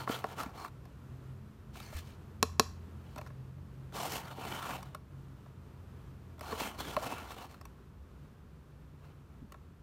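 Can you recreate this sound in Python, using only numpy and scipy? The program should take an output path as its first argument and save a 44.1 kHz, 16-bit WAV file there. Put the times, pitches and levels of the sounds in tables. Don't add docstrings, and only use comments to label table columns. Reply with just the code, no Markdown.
import sys
import numpy as np
from scipy import signal
from scipy.fft import rfft, irfft, next_fast_len
from scipy.io import wavfile
from scipy.ndimage import uniform_filter1d

SR = 44100
rng = np.random.default_rng(int(sys.argv[2]) if len(sys.argv) > 2 else 0)


def linear_from_db(decibels):
    return 10 ** (np.asarray(decibels, float) / 20)


def master_out(mix):
    frames = np.transpose(np.atleast_2d(mix))
    ceiling = np.clip(frames, -1, 1)
    pcm = np.round(ceiling * 32767).astype(np.int16)
    wavfile.write(sys.argv[1], SR, pcm)


N = 433062

MODE_HZ = [170, 255, 350, 445, 535, 613, 692, 785, 943, 1090, 1120, 1235, 1350, 1650, 2150, 2600, 3030,
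           3500, 3910, 4240, 4480, 5250, 5900, 6600, 8400, 10900, 14300]
# t60 when struck/s, level struck on the end/dB, level struck on the long side/dB, level dragged/dB
BOX_MODES = [(0.022, -13, -13.5, -22), (0.043, -10.5, -8, -11), (0.014, -7, -6, -6),
             (0.067, -7, -17.5, -15.5), (.03, -16, -12, -15), (0.051, -15.5, -2.5, -17.5),
             (.04, -16.5, -9, -16), (0.035, -17, -7.5, -5.5), (0.031, -15, -4.5, -5.5),
             (0.029, 1.5, -10, -5.5), (0.19, -30.5, -30, -25), (0.023, -13.5, -12.5, -17),
             (0.029, -7.5, -7, -6.5), (0.005, 2.5, -4, -2.5), (0.0078, -10.5, -5, -4),
             (0.011, -12.5, -8.5, -7.5), (0.014, -24.5, -20.5, -6), (0.0078, -29.5, -5, -10.5),
             (.016, -17, -16.5, -15.5), (0.027, -23.5, -21, -14.5), (0.015, -12, -19, -17),
             (0.0016, 9.5, -12, 1.5), (0.005, -8.5, -10.5, -16), (0.0044, -23, -9, -16),
             (0.0048, -11, -15, -16), (0.002, -5, -9, -16), (.002, -8, -9.5, -16)]


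def rms_one(x):
    return x / np.sqrt(np.mean(x ** 2) + 1e-20)


def evened(x):
    return x / np.sqrt(uniform_filter1d(x ** 2, size=2600) + 1e-20)


def in_time(rows):
    s, *columns = np.transpose(rows)
    return np.array([np.interp(np.arange(N) / SR, s, c) for c in columns])


def drift(rate_hz):
    hop, settle = 40, 2000
    r = np.exp(-2 * np.pi * rate_hz * hop / SR)
    noise = rng.standard_normal(N // hop + 2 + settle)
    slow = signal.lfilter([1], [1, -2 * r, r * r], noise)[settle:]
    return np.interp(np.arange(N) / hop, np.arange(len(slow)), rms_one(slow))


def ring(force, hz, t60):
    r = linear_from_db(-60 / (t60 * SR))
    w = 2 * np.pi * hz / SR
    return signal.lfilter([0, np.sin(w)], [1, -2 * r * np.cos(w), r * r], force + 1e-18)


def coloured(x, spectrum):
    size = next_fast_len(N)
    hz, db = np.transpose(spectrum)
    grid = np.maximum(np.fft.rfftfreq(size, 1 / SR), 1)
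    gain = linear_from_db(np.interp(np.log(grid), np.log(hz), db))
    return rms_one(irfft(rfft(x, size) * gain, size)[:N])


def air():
    # f/Hz, relative level per Hz/dB
    air_colour = [(15, -61), (30, -19), (64, -5), (145, -2.5), (317, -14), (405, -14), (463, -18),
                  (775, -25), (936, -22.5), (1330, -24), (2110, -33.5), (2610, -34), (5000, -41.5),
                  (10400, -46.5), (14800, -45), (16000, -71.5)]
    # t/s, level over the base/dB
    air_swell = [(0, 4.5), (6.2, 4), (7, 4.5), (9.82, 1)]
    base_db, waver_db = -58.5, drift(3.)
    level = linear_from_db(base_db + in_time(air_swell)[0] + waver_db)
    return level * coloured(rng.standard_normal(N), air_colour)


def rumble():
    # t/s, f/Hz, level/dB
    engine_tones = [
        [(0, 90.1, -60.5), (2.1, 85.5, -58), (2.55, 85.8, -47), (3.3, 85.3, -56), (3.7, 86, -60.5),
         (4.4, 91.6, -60), (6.5, 83.8, -55.5), (7.9, 83.1, -64), (8.3, 82.3, -67), (9.82, 81.8, -61.5)],
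        [(0, 129.5, -50), (.5, 125.9, -67), (1.3, 130.3, -52.5), (1.7, 131.2, -60), (2.8, 128.6, -62),
         (3.5, 132.4, -51), (4.2, 134.4, -56.5), (4.9, 135, -53), (5.02, 134.9, -64), (5.15, 136.1, -46),
         (5.4, 134.5, -57.5), (6.3, 125.7, -57.5), (6.8, 128.8, -67), (8.5, 151.1, -62.5), (9.0, 144, -55.5),
         (9.4, 140.4, -67), (9.82, 137, -60.5)],
    ]
    # start/s, end/s, f/Hz, level/dB, width/Hz
    drones = [(1.35, 3.9, 214, -62, 0.5), (3.46, 5.1, 180, -62, 2.3), (0.13, 11, 62, -58.5, 6.8)]
    fade_s = 0.16
    out, t = 0, np.arange(N) / SR
    for tone in engine_tones:
        hz, level_db = in_time(tone)
        level = np.sqrt(2) * linear_from_db(level_db + 3.0 * drift(8.3))
        wavering_hz = hz + 1.5 * drift(3.)
        out = out + level * np.sin(2 * np.pi * np.cumsum(wavering_hz) / SR)
    for start, end, hz, db, width in drones:
        band = signal.butter(1, [hz - width / 2, hz + width / 2], "band", fs=SR, output="sos")
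        on = np.clip(np.minimum(t - start, end - t) / fade_s + .5, 0, 1)
        noise = signal.sosfilt(band, rng.standard_normal(N + SR))[SR:]
        out = out + linear_from_db(db) * on * rms_one(noise)
    return out


def room(x):
    desk_t60_s, desk_db = 0.03, -10.5
    wall_t60_s, wall_db, wall_lag_s, wall_cut_hz = 0.37, -21.5, 0.014, 13000
    bass_cut_hz = 706
    t = np.arange(SR // 2) / SR
    scatter = rng.standard_normal((2, len(t)))
    desk = scatter[0] * linear_from_db(-60 * t / desk_t60_s) * (t > .001)
    walls = scatter[1] * linear_from_db(-60 * t / wall_t60_s) * np.clip(t / wall_lag_s, 0, 1) ** 3
    walls = signal.sosfilt(signal.butter(1, wall_cut_hz, fs=SR, output="sos"), walls)
    echo = linear_from_db(desk_db) * desk / np.linalg.norm(desk) + linear_from_db(wall_db) * walls / np.linalg.norm(walls)
    echo = signal.sosfilt(signal.butter(1, bass_cut_hz, "high", fs=SR, output="sos"), echo)
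    return signal.fftconvolve(x, echo)[:N]


def thud():
    # t/s, f/Hz, strength/dB, t60/s
    landings = [(1.946, 78, -36, 0.24), (9.418, 230, -41.5, 0.023), (9.426, 258, -40.5, 0.028),
                (9.442, 203, -45, 0.063)]
    out = 0
    for s, hz, db, t60 in landings:
        phase = (np.arange(N) / SR - s) * hz / .75
        push = np.sin(np.pi * np.clip(phase, 0, 1)) ** 2
        out = out + linear_from_db(db) * ring(2 * push / push.sum(), hz, t60)
    return out


def pushes(count, contact_ms):
    after = np.arange(int(.04 * SR))
    phase = after / (contact_ms * SR / 1000)
    puff = rng.standard_normal((count, len(after))) * np.sqrt(phase) * np.exp(-phase)
    click = (after == 0) * 0.71 / contact_ms
    push = click + puff / np.linalg.norm(puff, axis=1, keepdims=True)
    return push / np.linalg.norm(push, axis=1, keepdims=True)


def blows(count, contact_ms, crumble):
    phase = (np.arange(int(.04 * SR)) + 1) / (contact_ms * SR / 1000)
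    push = np.sin(np.pi * np.minimum(phase, 1)) ** 2
    return push / push.sum() + crumble * pushes(count, 2 * contact_ms)


def contacts():
    # t/s, strength/dB, weight/dB, hardness/dB, long side share/0-1
    touch_rows = [(0.3846, -35, -16, -9, 0.5), (0.432, -30.5, 0, -1.5, 0.43), (0.459, -33.5, 7.5, -13, 0.9),
                  (0.504, -51, -9, -3, .5), (0.647, -32, -20, -8, 0.24), (0.68, -40.5, -10, -4, 0.6),
                  (0.854, -46.5, -10, -3, 0.45), (1.755, -36, -14, -18, 0.6), (1.801, -38.5, -21, 3, 0.93),
                  (1.926, -38.5, -9, -15, 0.8), (2.02, -53, -15, -3, 0.39), (3.16, -33.5, 5, -5, 0.8),
                  (3.176, -32, -8, -19, .3), (3.181, -32.5, -13, -3, 0.74), (3.186, -29, -12, -15, 0.4),
                  (3.213, -33.5, -25, -6, 0.65), (3.263, -37, -13, -11.5, 0.4), (3.272, -41, -11, -5, 0.6),
                  (3.278, -51, -8, -9, 0.1), (3.303, -41.5, -17, -20, 0.51), (3.581, -49, 3.5, -19, 0.94),
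                  (3.923, -38.5, 1, -11, 0.87), (3.947, -38, 2, -17, 1), (4.38, -37, 12, -22, 0.94),
                  (4.448, -47, -17, -2, 0.3), (4.828, -39.5, -7, 3, 0.5), (4.9473, -28, -6.5, -6.5, 0.5),
                  (5.46, -45.5, -6, -14.5, 0.9), (6.38, -45, -1, -8, 0.94), (6.393, -41.5, -10, 1, 0.6),
                  (6.409, -30, -3, -2.5, 0.5), (6.526, -29.5, 7, -24, 0), (6.578, -43, -12, -2, .4),
                  (6.611, -37, 13.5, -7, 1), (6.852, -33, -10, -8, 0.2), (7.218, -41, 1, -18, 0.5),
                  (7.542, -40, -11, -9, 0.6), (7.612, -38.5, -6, -5, 0.4), (7.653, -37.5, -12, -0.5, 0.72),
                  (9.521, -36.5, -4, -2, 0.7), (9.543, -42, -9, -11, 0.8)]
    # t/s, strength/dB, weight/dB, hardness/dB, long side share/0-1
    knock_rows = [(0.076, -23.5, -10, -19, 0.1), (0.094, -25.5, 10.5, -9, 0.97),
                  (0.242, -22.5, -4.5, -6.5, 0.38), (0.2441, -40, 5, -26, 0.2), (6.966, -21.5, -3, 2, 0.5),
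                  (6.967, -24, -6, -9.5, 0.4), (6.9728, -29, -11, -35, 0.76), (7.121, -31, 3.5, -20, 0.7)]
    # t/s, strength/dB, weight/dB, hardness/dB, long side share/0-1
    nail_rows = [(2.4278, -36, -5, 20, .1), (2.4281, -13.5, -1, 6, .1), (2.5966, -34, -5, 20, .02),
                 (2.5969, -11.5, 0, 6, 0.02)]
    # t of the nearest blow/s, f/Hz, boost/dB
    favoured = [(.242, 730, 10.5), (2.2, 1090, 3), (2.5969, 1090, 1), (1.9, 610, 4.5), (2.5969, 540, 0),
                (2.4281, 4800, -8), (1.7, 3100, -7), (1.801, 1300, 7.5), (4.828, 1200, 10),
                (5.461, 1150, 9), (6.965, 1005, 2.5), (6.965, 2500, 5.5), (6.973, 613, 15),
                (9.521, 1150, 9), (9.543, 1100, 11)]
    favour_octaves = .2
    low_hz, mid_hz, high_hz = 450, (600, 1700), 3500
    mid_modes_db, crack_db, crack_band_hz = -4.5, -10.5, [3000, 8000]

    s, strength_db, weight_db, hard_db, side_share = np.transpose(touch_rows + knock_rows + nail_rows)
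    push = np.vstack([pushes(len(touch_rows), 1.61),
                      blows(len(knock_rows), 0.2, 0.36),
                      blows(len(nail_rows), .07, 0.036)])
    at = np.round(s * SR).astype(int)[:, None] + np.arange(push.shape[1])

    def force(db):
        return np.bincount(at.ravel(), (push * linear_from_db(strength_db + db)[:, None]).ravel(), N)

    share = np.clip(side_share, 0, 1)
    mode_db = rng.normal(0, 1.5, (len(s), len(BOX_MODES)))
    for when, hz, db in favoured:
        octaves = np.log2(np.array(MODE_HZ) / hz)
        mode_db[np.argmin(abs(s - when))] += db * np.exp(-(octaves / favour_octaves) ** 2)

    crack_band = signal.butter(1, crack_band_hz, "band", fs=SR, output="sos")
    out = signal.sosfilt(crack_band, force(hard_db + crack_db))
    corners = np.log([low_hz, *mid_hz, high_hz])
    for k, (hz, (t60, end_db, side_db, _)) in enumerate(zip(MODE_HZ, BOX_MODES)):
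        heavy = np.interp(np.log(hz), corners, [1, 0, 0, 0])
        hard = np.interp(np.log(hz), corners, [0, 0, 0, 1])
        reach_db = heavy * weight_db + hard * hard_db + (1 - heavy - hard) * mid_modes_db
        face_db = end_db + share * (side_db - end_db)
        out = out + (-1) ** k * ring(force(reach_db + face_db + mode_db[:, k]), hz, t60)
    return out


def fibres(per_s, spread_db):
    sizes = linear_from_db(spread_db * np.minimum(rng.exponential(1, N), 5)) * rng.choice([-1, 1], N)
    return sizes * (rng.random(N) < per_s / SR)


def strokes():
    # start/s, length/s, scratch level/dB, swell over the stroke/dB, box body over scratch/dB
    stroke_rows = [(0.0, 0.028, -51, -5, 7.5), (0.098, 0.085, -48, -3.5, 5.5), (0.206, 0.12, -64, 6, 7.5),
                   (0.385, 0.023, -53, 5, 6.5), (0.454, 0.055, -60.5, -9, 11), (0.564, 0.099, -61, 0, 8.5),
                   (1.763, 0.14, -57, -3, -3), (1.927, 0.054, -58.5, 9, -18), (2.021, 0.11, -64, -4.5, 0.5),
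                   (3.058, 0.21, -71, 0, 3.5), (3.96, 0.11, -49, 3.5, 4), (4.122, 0.065, -44, -3.5, 1.5),
                   (4.234, 0.084, -58.5, 2, 8), (4.377, 0.079, -57.5, 5, 8), (4.492, 0.14, -49, -3, 5.5),
                   (4.661, 0.093, -51, 0.5, 6.5), (4.787, 0.18, -60.5, -18, 7),
                   (6.439, 0.117, -56.5, 5.5, 7.5), (6.603, 0.085, -44, -6, 4), (6.696, 0.064, -60.5, 0, 8),
                   (6.805, 0.034, -47, -8, 4), (6.873, 0.073, -50, -4.5, 6.5), (6.983, 0.08, -56.5, 7, 8),
                   (7.104, 0.175, -52.5, -8, 8), (7.316, 0.011, -51, -5, 5), (7.378, 0.068, -58.5, 1, 8),
                   (7.513, 0.052, -61, -10, 3.5), (9.04, 0.071, -71, -4, 6)]
    take_hold_s, let_go_s = 0.037, 0.041
    hiss_db, reference_scratch_db = -55.5, -50.5
    hiss_growth = 1.2
    t, power = np.arange(0, N + 64, 64) / SR, 0
    for start, length, db, swell_db, body_db in stroke_rows:
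        rise = 1 + (t - start) / take_hold_s
        fall = 1 - (t - start - length) / let_go_s
        held = np.clip(np.minimum(rise, fall), 1e-4, 1)
        scratch_db = db + swell_db * np.clip((t - start) / length, 0, 1) + 20 * np.log10(held)
        edge_db = hiss_db + hiss_growth * (scratch_db - reference_scratch_db)
        power = power + linear_from_db(np.array([scratch_db + body_db, scratch_db, edge_db])) ** 2
    return in_time(np.vstack([t, np.sqrt(power)]).T)


def singing(slips):
    # start/s, end/s, first f/Hz, last f/Hz, level over scratch/dB
    sung = [(0.107, 0.166, 3020, 3430, 1.5), (0.377, 0.424, 1330, 1290, 10),
            (0.544, 0.677, 4250, 4100, -1.5), (0.557, 0.685, 1100, 1150, 11), (1.795, 1.89, 4500, 4500, -5),
            (1.834, 1.912, 6100, 6100, -7), (1.935, 2.0, 2450, 2730, -13), (1.966, 2.0, 3145, 3450, -13),
            (3.951, 4.078, 740, 806, 2.5), (4.113, 4.2, 4400, 4250, -16), (4.112, 4.21, 2650, 2720, -13),
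            (4.243, 4.268, 4540, 4500, -2), (4.398, 4.465, 2700, 2600, -2.5),
            (4.487, 4.616, 3140, 2950, -3.5), (4.53, 4.78, 1110, 1080, 4), (4.63, 4.815, 2520, 2550, -5.5),
            (6.564, 6.676, 3200, 3100, -7), (6.57, 6.673, 2600, 2700, -4), (6.777, 6.945, 3350, 3330, -1.5),
            (6.842, 6.937, 1090, 1110, -11), (7.032, 7.26, 2600, 2610, 0), (6.992, 7.145, 605, 785, 2.5),
            (7.277, 7.326, 3620, 3520, -4), (7.37, 7.435, 3080, 2700, -4)]
    width_hz = 190
    out, r = np.zeros(N), np.exp(-np.pi * width_hz / SR)
    for start, end, first_hz, last_hz, db in sung:
        a, b = round(start * SR), round(end * SR)
        turn = np.exp(2j * np.pi * np.cumsum(np.linspace(first_hz, last_hz, b - a)) / SR)
        tone = (signal.lfilter([1], [1, -r], slips[a:b] / turn) * turn).real
        out[a:b] += linear_from_db(db) * rms_one(tone) * signal.windows.tukey(b - a, .5)
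    return out


def slides():
    # f/Hz, relative level per Hz/dB
    hiss_colour = [(880, -30), (1500, -9.5), (1940, -15), (2640, -5), (4290, -26), (4870, -4), (9190, -9),
                   (10100, -13), (13100, -8), (15800, -13), (16200, -48)]
    # t/s, share/0-1
    face = [(0, 0.48), (4, 0.54), (4.8, 0.84), (6.4, 0.56), (7.1, 0.54), (9.82, 0.7)]
    body, scratch, hiss = strokes()
    slips = fibres(per_s=10000., spread_db=2.5)
    chatter = linear_from_db(2.1 * drift(90.))
    share, low, mid = np.clip(in_time(face)[0], 0, 1), 0, 0
    for hz, (t60, end_db, side_db, drag_db) in zip(MODE_HZ, BOX_MODES):
        grip_db = 3.5 * drift(5.)
        face_db = (share - .5) * (side_db - end_db)
        shake = np.roll(slips, rng.integers(N)) * linear_from_db(drag_db + face_db + grip_db)
        if 200 < hz < 1500:
            low = low + ring(shake, hz, 0.41 * t60)
        elif 1500 < hz < 5600:
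            mid = mid + ring(shake, hz, 0.39 * t60)
    high_pass = signal.butter(2, 5500, "high", fs=SR, output="sos")
    high = signal.sosfilt(high_pass, coloured(slips, hiss_colour))
    scraping = evened(mid) + singing(slips[::-1])
    return chatter * (body * evened(low) + scratch * scraping + hiss * rms_one(high))


def scene():
    box = slides() + contacts()
    box = signal.sosfilt(signal.butter(2, 110, "high", fs=SR, output="sos"), box)
    return (box + room(box) + thud() + rumble() + air())[None]


def roll_off(x):
    return signal.sosfilt(signal.butter(12, 16300, fs=SR, output="sos"), x)


def record(dry):
    overload = 1.3
    return roll_off(overload * np.tanh(dry / overload))


dry = scene()
out = record(dry)
master_out(out)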